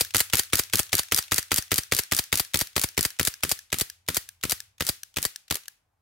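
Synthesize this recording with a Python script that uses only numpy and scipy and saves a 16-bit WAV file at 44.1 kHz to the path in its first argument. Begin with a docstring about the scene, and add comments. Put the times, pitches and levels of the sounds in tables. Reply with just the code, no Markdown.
"""A gas blowback pistol fires close by, outdoors under a roof edge. At each shot the trigger and hammer
tick, expanding gas cracks from the muzzle, and the slide clacks back and home, ringing in its modes over
a hiss of gas and rails; then the trigger resets. The cycle slows and weakens as the gas cools, and the
last shot leaves the slide open. Walls and roof reverberate; a faint rumble and drone lie behind."""
import sys
import numpy as np
from scipy import signal
from scipy.fft import rfft, irfft, next_fast_len
from scipy.io import wavfile

SR = 44100
rng = np.random.default_rng(int(sys.argv[2]) if len(sys.argv) > 2 else 0)


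def unload_audio(sound):
    """Save the sound as a 16-bit wav file, at the path given as the first command line argument."""
    columns = np.transpose(np.atleast_2d(sound))
    # keep every value between -1 and 1, then stretch to whole-number steps
    steps = np.round(np.clip(columns, -1, 1) * 32767)
    wavfile.write(sys.argv[1], SR, steps.astype(np.int16))


N = 265359
FFT_SIZE = next_fast_len(N + SR // 4)
BIN_HZ = np.maximum(np.fft.rfftfreq(FFT_SIZE, 1 / SR), 1)

# the pistol fires: t/s, crack level/dB, hammer level/dB, muzzle puff level/dB
FIRINGS = [(0.1462, -13.5, -22, -21), (.334, -12, -22, -16), (0.5323, -12, -24.5, -15),
           (0.7343, -13, -26, -21), (0.9297, -14, -31, -22.5), (1.121, -13.5, -26, -22),
           (1.3192, -13.5, -24, -19), (1.5165, -13, -26.5, -22.5), (1.717, -14, -28.5, -17),
           (1.9216, -14, -26.5, -17.5), (2.1205, -13.5, -22.5, -17), (2.3269, -13.5, -26.5, -18.5),
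           (2.543, -14, -23, -17.5), (2.7639, -14, -26.5, -20.5), (2.9769, -13.5, -24.5, -19.5),
           (3.1959, -14, -27.5, -19), (3.4341, -14, -26.5, -21.5), (3.7273, -16, -25, -20.5),
           (4.0862, -17.5, -27.5, -21), (4.4363, -18, -29, -26.5), (4.807, -18.5, -26, -20.5),
           (5.1689, -18.5, -26, -24.5), (5.5086, -16.5, -26.5, -20.5)]
# the barrel unlocks and gas vents: t/s, clack level/dB, puff level/dB
UNLOCKINGS = [(0.1576, -11, -21), (0.3452, -13.5, -24.5), (0.5447, -16.5, -26.5), (.746, -17, -20.5),
              (0.9416, -15.5, -19), (1.1338, -18.5, -23), (1.3319, -17.5, -26), (1.5291, -18, -22.5),
              (1.7294, -17.5, -20.5), (1.9344, -13.5, -25), (2.1337, -14.5, -26.5), (2.3408, -15, -24.5),
              (2.557, -13, -23), (2.779, -13, -22), (2.9914, -13.5, -20.5), (3.211, -16.5, -19),
              (3.449, -18.5, -23.5), (3.7423, -17, -26), (4.1013, -22, -25.5), (4.452, -19, -21.5),
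              (4.822, -17, -23.5), (5.1847, -18, -24.5), (5.5238, -16.5, -25)]
# the slide hits its rear stop, faintly or not at all once the gas is weak: t/s, level/dB
REAR_IMPACTS = [(0.1668, -11.5), (0.3546, -15), (0.555, -12.5), (0.7559, -13), (.9522, -12.5),
                (1.1455, -13.5), (1.3431, -14.5), (1.5423, -15.5), (1.742, -16), (1.9485, -16),
                (2.148, -18), (2.3553, -15.5), (2.5721, -18), (2.7952, -18.5), (3.009, -16), (3.23, -21.5),
                (4.8505, -33), (5.219, -33), (5.5436, -24)]
# the slide closes: t/s, touch level/dB, slam level/dB, puff level/dB
SLIDE_CLOSINGS = [(.009, -6.5, -15.5, -24), (0.2038, -6.5, -14, -27.5), (0.3907, -13.5, -7.5, -29.5),
                  (.591, -12.5, -8, -23), (0.792, -7.5, -11.5, -21), (.989, -13.5, -9, -27),
                  (1.184, -16, -11, -29), (1.3813, -8.5, -15.5, -25.5), (1.5806, -11.5, -12, -21.5),
                  (1.7808, -9.5, -12.5, -20.5), (1.9883, -9.5, -12, -24.5), (2.1885, -10, -12, -22),
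                  (2.397, -9.5, -14, -23.5), (2.6115, -11.5, -15.5, -21), (2.837, -11.5, -13, -17.5),
                  (3.0508, -10, -17, -22.5), (3.2724, -8, -16.5, -21.5), (3.515, -10, -13, -25.5),
                  (3.8104, -11, -14.5, -20), (4.168, -9, -15.5, -24), (4.5195, -10, -20, -25.5),
                  (4.8896, -10.5, -15.5, -20.5), (5.2514, -10, -22.5, -27.5)]
# the empty magazine catches the slide open: t/s, level/dB, nominal length/ms, treble tilt/dB
SLIDE_CATCH = [(5.5545, -18, 5, 2), (5.5683, -29, 4.7, -3.5)]


def from_db(db):
    """Amplitude ratio of a level."""
    return 10 ** (np.asarray(db) / 20)


def at_bins(curve):
    """A curve of (f/Hz, value) interpolated at every FFT bin on a logarithmic frequency axis."""
    hz, values = np.transpose(curve)
    return np.interp(np.log(BIN_HZ), np.log(hz), values)


def stereo_noise(grain_db):
    """Partially coherent noise: mid and side mixed by frequency, with uneven sample sizes for grain."""
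    # likeness of left and right: f/Hz, correlation
    correlation = [(100, 1), (400, 0.13), (1000, 0.17), (2500, 0.5), (6000, 0.48), (15000, 0.37)]
    white = rng.standard_normal((2, N))
    grain = from_db(grain_db * np.clip(rng.standard_normal(N), -2, 2))
    mid, side = rfft(white * grain, FFT_SIZE)
    alike = at_bins(correlation)
    pair = irfft(np.sqrt(1 + alike) * mid + np.sqrt(1 - alike) * side * [[1], [-1]], FFT_SIZE)[:, :N]
    return pair / np.std(pair)


def colour(x, spectrum):
    """Minimum-phase filtering by a folded cepstrum, scaled so that white noise keeps its power."""
    cepstrum = irfft(at_bins(spectrum) * np.log(10) / 20, FFT_SIZE)
    cepstrum[1:FFT_SIZE // 2] *= 2
    cepstrum[FFT_SIZE // 2 + 1:] = 0
    response = np.exp(rfft(cepstrum))
    response /= np.sqrt(np.mean(abs(response) ** 2))
    return irfft(rfft(x, FFT_SIZE) * response, FFT_SIZE)[..., :N]


def transients(times, levels, length, tilt):
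    """Rows for bursts(): t/s, level/dB, nominal length/ms, nominal treble tilt/dB."""
    return np.column_stack([times, levels, np.tile((length, tilt), (len(times), 1))])


def bursts(events, spectrum, lead_ms, rise_ms, stretch, tilt_share, grain_db):
    """A brief transient is broadband: a noise burst, tilted between the bands below and above 5.5 kHz."""
    lead_in = SR // 200
    envelopes = np.zeros((2, N + lead_in))
    t_ms = np.arange(-lead_in, SR // 20) * 1000 / SR
    swell = np.where(t_ms < 0, 0.22 * np.exp(t_ms / lead_ms), 1 - 0.62 * np.exp(-t_ms / rise_ms))
    for onset, db, length, tilt in events:
        shape = swell * np.exp(-(np.maximum(t_ms, 0) / (stretch * length)) ** 1.14)
        gains = from_db(db + np.clip(tilt_share * tilt, -15, 13) * np.array([[-.6], [.4]]))
        start = round(onset * SR)
        envelopes[:, start:start + len(t_ms)] += (gains * shape / shape.max())[:, :N + lead_in - start]
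    low_envelope, high_envelope = envelopes[:, lead_in:]
    noise = stereo_noise(grain_db)
    low = signal.sosfilt(signal.butter(2, 5500, fs=SR, output="sos"), noise)
    return colour(low * low_envelope + (noise - low) * high_envelope, spectrum)


def ringing(events, modes, gain_db, spread_db, detune, scatter):
    """Free vibration: each blow excites damped modes with random strength, detuning, sign and side."""
    out, t = np.zeros((2, N)), np.arange(SR // 12) / SR
    hz, db, t60 = np.transpose(modes)[:, :, None]
    draws = rng.standard_normal((len(events), 4, len(modes), 1))
    for (onset, blow_db, *_), (size, shift, turn, side) in zip(events, draws):
        decay = from_db(blow_db + db + gain_db + spread_db * size - 60 * t / t60)
        attack = 1 - np.exp(-t * hz)   # the contact lasts about one cycle
        waves = attack * decay * np.sin(2 * np.pi * hz * (1 + detune * shift) * t)
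        channel_gains = np.cos(scatter * np.array([turn, turn + side]))[..., 0]
        start = round(onset * SR)
        out[:, start:start + len(t)] += (channel_gains @ waves)[:, :N - start]
    return out


def distant_rumble():
    """Ambient noise: a steady outdoor rumble with its power at low frequencies."""
    # rumble spectrum: f/Hz, relative density level/dB
    spectrum = [(15, -55.5), (25, -25.5), (40, -3.5), (64, -22.5), (84, -26), (149, -18), (270, -25.5),
                (531, -25), (818, -20), (3250, -38.5), (16000, -42)]
    return from_db(-78) * colour(stereo_noise(grain_db=3.5), spectrum)


def distant_drone(hz, width_hz):
    """Narrow-band noise: neighbouring frequencies beat, so the far drone wavers."""
    # slow drift of the drone: t/s, level/dB
    drift = [(0, -62), (1.5, -72), (3.0, -78.5), (3.599, -73.5), (4.399, -67.5), (4.899, -72.5), (5.3, -85),
             (6.02, -79)]
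    band = signal.butter(2, [hz - width_hz / 2, hz + width_hz / 2], "band", fs=SR, output="sos")
    drone = signal.sosfilt(band, stereo_noise(grain_db=0.4))
    return drone / np.std(drone) * from_db(np.interp(np.arange(N) / SR, *np.transpose(drift)))


def gas_and_rails(sag_db_per_s, closing_ms, fade_ms):
    """Turbulence and friction: vented gas and rails hiss as the slide travels, and anew as it closes."""
    # hiss spectrum: f/Hz, relative density level/dB
    spectrum = [(290, -29), (500, -11), (974, -14), (1230, -2.5), (3250, -4), (5710, -6), (10800, -4),
                (16000, -10)]
    travel, closing, t = np.zeros(N), np.zeros(N), np.arange(N) / SR
    departures = [0] + [row[0] for row in FIRINGS]
    arrivals = [row[0] for row in SLIDE_CLOSINGS] + [SLIDE_CATCH[0][0]]
    for start, rest in zip(departures, arrivals):
        db = -29.5 - 1.7 * start   # the gas cools and weakens
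        strip = max(rest - closing_ms / 1000, start)
        travel += from_db(db - sag_db_per_s * np.clip(t - start, 0, 1)) * (t > start) * (t < strip)
        closing += from_db(db - 0.5) * (t >= strip) * np.exp(-np.clip(t - rest, 0, 1) * 1000 / fade_ms)
    noise = stereo_noise(grain_db=2.0)
    # the vented gas also flutters low, fading more slowly than the hiss
    flutter_band = signal.butter(2, [90, 305], "band", fs=SR, output="sos")
    flutter = from_db(-11) * signal.sosfilt(flutter_band, noise * np.sqrt(travel))
    return colour(noise * (travel + closing), spectrum) + flutter


def slide_impacts():
    """Collisions of the slide: unlock, rear stop, strip, seat, touch, slam; play makes the parts rattle."""
    # the slide strips a pellet and seats it: t/s, strip level/dB, seating level/dB
    pellet_feeds = [(0.1816, -17.5, -17), (0.3706, -17.5, -17), (.5707, -23, -21.5), (.7715, -21.5, -20.5),
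                    (0.9686, -25, -18), (1.163, -16.5, -15.5), (1.3608, -20.5, -29), (1.561, -15, -19),
                    (1.7589, -19, -27), (1.966, -17.5, -22.5), (2.166, -17, -22), (2.374, -16, -21.5),
                    (2.5906, -17, -19.5), (2.815, -17, -26.5), (3.0286, -16.5, -28), (3.251, -17.5, -25),
                    (3.4931, -18, -24), (3.7861, -18.5, -18), (4.1457, -19.5, -22.5), (4.4966, -17.5, -17),
                    (4.867, -19, -23), (5.2278, -17.5, -24)]
    unlock, rear, feed, close = map(np.transpose, (UNLOCKINGS, REAR_IMPACTS, pellet_feeds, SLIDE_CLOSINGS))
    seat_delay_ms, slam_delay_ms = 12.5, 4.0
    rows = [transients(unlock[0], unlock[1], length=4.2, tilt=-6),
            transients(rear[0], rear[1], length=2.4, tilt=14),
            transients(feed[0], feed[1], length=1.7, tilt=15),
            transients(close[0], close[1], length=3.56, tilt=-.6),
            transients(feed[0] + seat_delay_ms / 1000, feed[2], length=4.7, tilt=5.6),
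            transients(close[0] + slam_delay_ms / 1000, close[2], length=4.2, tilt=-1.5),
            SLIDE_CATCH]
    # lighter contacts: leading impact, delay/ms, relative level/dB, nominal length/ms, treble tilt/dB
    rattles = [(unlock, 7.5, -13.5, 0.5, 5.5), (rear, 7.5, -15, 1.5, 8.5), (close, 10.5, -17.5, 5, 7.5),
               (feed, 3.0, -8, 2.4, 7), (feed, 8.4, -6, 1.8, 6.6)]
    jitter_ms, spread_db = 0.32, 2
    for (times, levels, *_), delay_ms, relative_db, length, tilt in rattles:
        late, loud = rng.standard_normal((len(times), 2)).T
        onsets = times + (delay_ms + jitter_ms * late) / 1000
        rows.append(transients(onsets, levels + relative_db + spread_db * loud, length, tilt))
    return np.vstack(rows)


def slide_clacks(impacts):
    """Impact noise: each abrupt collision of the slide radiates a broadband clack."""
    # clack spectrum: f/Hz, relative density level/dB
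    spectrum = [(240, -30.5), (400, -5.5), (1130, -7), (1790, -4.5), (2880, -5.5), (4510, -2.5),
                (5110, -3.5), (12500, -2.5), (13500, -3), (16000, -8)]
    return from_db(-2.5) * bursts(impacts, spectrum, lead_ms=0.45, rise_ms=0.11, stretch=0.72,
                                  tilt_share=1.0, grain_db=-0.5)


def slide_ring(impacts):
    """Modal vibration: shots and impacts ring the slide and frame; a faint ping follows each closing."""
    # modes of slide and frame: f/Hz, level/dB, T60/s
    metal_modes = [(1890, -10.5, 0.081), (4260, -14, 0.061), (4620, 0, .055), (4720, 1.5, 0.046),
                   (7550, -10.5, .08), (8200, -5, 0.05), (9400, -3.5, 0.072), (10500, -11, .06),
                   (11700, -12.5, 0.045), (13100, -13, .035)]
    # modes of the ping, perhaps the recoil spring settling: f/Hz, level/dB, T60/s
    ping_modes = [(4340, 0, .014), (1950, -5, .014)]
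    ping_delay_ms = 58
    closings = np.array([(onset, max(touch, slam)) for onset, touch, slam, _ in SLIDE_CLOSINGS])
    pings = closings + [ping_delay_ms / 1000, 0]
    return (ringing([*FIRINGS, *impacts], metal_modes, gain_db=-23, spread_db=4, detune=.008, scatter=1.5)
            + ringing(closings, metal_modes, gain_db=-18, spread_db=3, detune=.012, scatter=.6)
            + ringing(pings, ping_modes, gain_db=-30.5, spread_db=2.5, detune=.015, scatter=.4))


def air_puffs(width_ms, lead_ms, rebound_ms, rebound_db, sway_ms, sway_db):
    """Displaced air radiates a pulse: suction, push and slower rebound, uneven between the two sides."""
    # source, delay/ms, gain/dB, suction level re push/dB
    sources = [(FIRINGS, 4.4, 0, -23.5), (UNLOCKINGS, 1.84, 0, -4), (SLIDE_CLOSINGS, 7.6, 0, -13.5),
               (REAR_IMPACTS, 3.8, -13.5, -14.5)]
    push, rebound = np.zeros((2, 2, N))
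    for events, delay_ms, gain_db, suction_db in sources:
        for onset, *_, db in events:
            late, loud = rng.standard_normal(2)
            for side, sign in enumerate((1, -1)):
                arrival = onset + (delay_ms + sign * late * sway_ms) / 1000
                size = from_db(db + gain_db + sign * loud * sway_db)
                push[side, round(arrival * SR)] += size
                push[side, round((arrival - lead_ms / 1000) * SR)] -= size * from_db(suction_db)
                rebound[side, round((arrival + rebound_ms / 1000) * SR)] -= size * from_db(rebound_db)
    t_ms = np.arange(-SR // 100, SR // 100 + 1)[None] * 1000 / SR
    narrow, wide = [np.exp(-(t_ms / ms) ** 2) for ms in (width_ms, 2.53 * width_ms)]
    pressure = signal.fftconvolve(push, narrow, "same") + signal.fftconvolve(rebound, wide, "same")
    return from_db(-1.5) * pressure


def trigger_reset():
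    """Impact and resonance: the trigger springs back over the sear with a click, and its parts ring."""
    # trigger resets: t/s, level/dB
    resets = [(.0485, -25.5), (0.4338, -27.5), (.636, -27), (0.8314, -29), (1.0328, -28.5), (1.2254, -29),
              (1.4278, -28), (1.624, -28), (1.8342, -29.5), (2.0353, -29), (2.2389, -29.5), (2.4489, -33),
              (2.6717, -30.5), (2.8882, -29.5), (3.1044, -30.5), (3.3397, -28.5), (3.5904, -30.5),
              (3.8997, -29), (4.2896, -30), (4.6031, -27), (5.0332, -28), (5.36, -27.5), (5.6816, -27)]
    # click spectrum: f/Hz, relative density level/dB
    spectrum = [(290, -66), (500, -42), (1510, -17.5), (4530, -3.5), (5710, -7), (7000, -6.5), (16000, -9)]
    # modes of the trigger parts: f/Hz, level/dB, T60/s
    modes = [(1694, -10, .018), (3710, -13, .010), (5590, -2.5, .010), (6060, -2.5, .010),
             (8700, -7.5, .01), (12300, -11, .01)]
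    events = transients(*np.transpose(resets), length=2.8, tilt=4.4)
    clicks = bursts(events, spectrum, lead_ms=1.0, rise_ms=0.17, stretch=0.69, tilt_share=0.26, grain_db=-2)
    return from_db(-1.5) * clicks + ringing(resets, modes, gain_db=1, spread_db=2.5, detune=.02, scatter=.2)


def trigger_and_hammer():
    """Light impacts: the trigger ticks through its slack, and the hammer falls just before each shot."""
    # the finger takes up or lets go the slack: t/s, level/dB
    slack_ticks = [(0.1067, -32), (0.2992, -28.5), (.4998, -39.5), (0.6977, -35.5), (0.866, -38),
                   (0.893, -35.5), (0.9195, -35.5), (1.085, -37), (1.238, -35), (1.2809, -38.5),
                   (1.4824, -44), (1.5064, -40), (1.6792, -42.5), (1.707, -36), (2.5126, -47.5),
                   (2.7299, -46), (2.9461, -44), (3.1655, -46.5), (3.4062, -43), (3.702, -44),
                   (4.064, -49.5), (4.4116, -44.5), (4.7814, -45.5), (5.1407, -45), (5.4807, -42),
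                   (5.6346, -42.5), (5.6563, -42)]
    # tick spectrum: f/Hz, relative density level/dB
    spectrum = [(290, -63), (500, -22), (3590, -2.5), (4730, -7.5), (5800, -4.5), (13100, -14.5),
                (16000, -13.5)]
    times, _, hammer_db, _ = np.transpose(FIRINGS)
    hammer_lead_ms = 6.95
    events = np.vstack([transients(times - hammer_lead_ms / 1000, hammer_db, length=2.5, tilt=6),
                        transients(*np.transpose(slack_ticks), length=4.8, tilt=-13.5)])
    return from_db(-3.5) * bursts(events, spectrum, lead_ms=1.0, rise_ms=0.36, stretch=.8,
                                  tilt_share=0.16, grain_db=-2)


def muzzle_crack():
    """Sudden expansion: gas cracks from the muzzle in two spurts, and the barrel's air column resonates."""
    # crack spectrum: f/Hz, relative density level/dB
    spectrum = [(240, -16), (400, -2.5), (852, -7.5), (2250, -2), (3810, -5.5), (4380, -6.5), (9610, -7.5),
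                (10500, -10.5), (14600, -9.5), (16000, -12.5)]
    # modes of the air in the barrel: f/Hz, level/dB, T60/s
    barrel_modes = [(1977, 9.5, 0.011), (1321, -2, 0.031)]
    times, levels, *_ = np.transpose(FIRINGS)
    first = transients(times, levels, length=2.1, tilt=1.5)
    second = first + [4.32 / 1000, -9.5, 0, 0]   # later and weaker
    crack = bursts(np.vstack([first, second]), spectrum, lead_ms=0.96, rise_ms=0.65, stretch=1.46,
                   tilt_share=0.48, grain_db=3)
    pop = ringing(first, barrel_modes, gain_db=-8, spread_db=1.2, detune=.02, scatter=.3)
    return from_db(0.65) * crack + pop


def reverberation(x, build_ms):
    """Diffuse field: in each band the power builds up and decays, heard as noise unrelated on each side."""
    # echoes from walls and roof: f/Hz, relative level/dB, T60/s
    bands = [(100, -49, 0.23), (400, -47, 0.26), (940, -44.5, 0.23), (2100, -40, 0.4), (4500, -39, 0.31),
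             (7950, -40.5, 0.3), (14670, -36.5, .2)]
    echoes, white = 0, rng.standard_normal((2, 2, N))
    build_pole = np.exp(-1000 / (build_ms * SR))
    for k, (hz, db, t60) in enumerate(bands):
        band = signal.butter(2, [hz / 1.5, min(hz * 1.5, 20000)], "band", fs=SR, output="sos")
        decay_pole = from_db(-120 / (t60 * SR))
        feedback = np.convolve([1, -decay_pole], [1, -build_pole])
        power = signal.lfilter([(1 - build_pole) * 100 / SR], feedback, signal.sosfilt(band, x) ** 2)
        noise = signal.sosfilt(band, white[k % 2])   # neighbouring bands get unrelated noise
        echoes += 10 * from_db(db) * np.sqrt(np.maximum(power, 0)) * noise / np.std(noise)
    return echoes


def scene():
    """Superposition of the pistol's direct sound, its reverberation and the distant background."""
    background = distant_rumble() + distant_drone(hz=88, width_hz=28)
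    impacts = slide_impacts()
    pistol = gas_and_rails(sag_db_per_s=120, closing_ms=20, fade_ms=24)
    pistol += slide_clacks(impacts) + slide_ring(impacts)
    pistol += air_puffs(width_ms=0.79, lead_ms=1.29, rebound_ms=4.875, rebound_db=-9,
                        sway_ms=0.064, sway_db=2.35)
    pistol += trigger_reset() + trigger_and_hammer() + muzzle_crack()
    return pistol + reverberation(pistol.mean(axis=0), build_ms=9.9) + background


def record(dry):
    """Directivity favours the left microphone in the treble; band limits and saturation follow."""
    # left over right: f/Hz, level difference/dB
    balance = [(100, 0), (1000, 1), (2500, 0), (5000, 3), (15000, 1)]
    gains = from_db(at_bins(balance) / 2 * np.array([[1], [-1]]))
    x = irfft(rfft(dry, FFT_SIZE) * gains, FFT_SIZE)[:, :N]
    x = signal.sosfilt(signal.butter(2, 40, "high", fs=SR, output="sos"), x)
    x = .7 * np.tanh(x / .7)
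    top_hz, transition_hz = 16100, 700
    return signal.sosfilt(signal.cheby2(12, 60, top_hz + transition_hz, fs=SR, output="sos"), x)


dry = scene()
out = record(dry)
unload_audio(out)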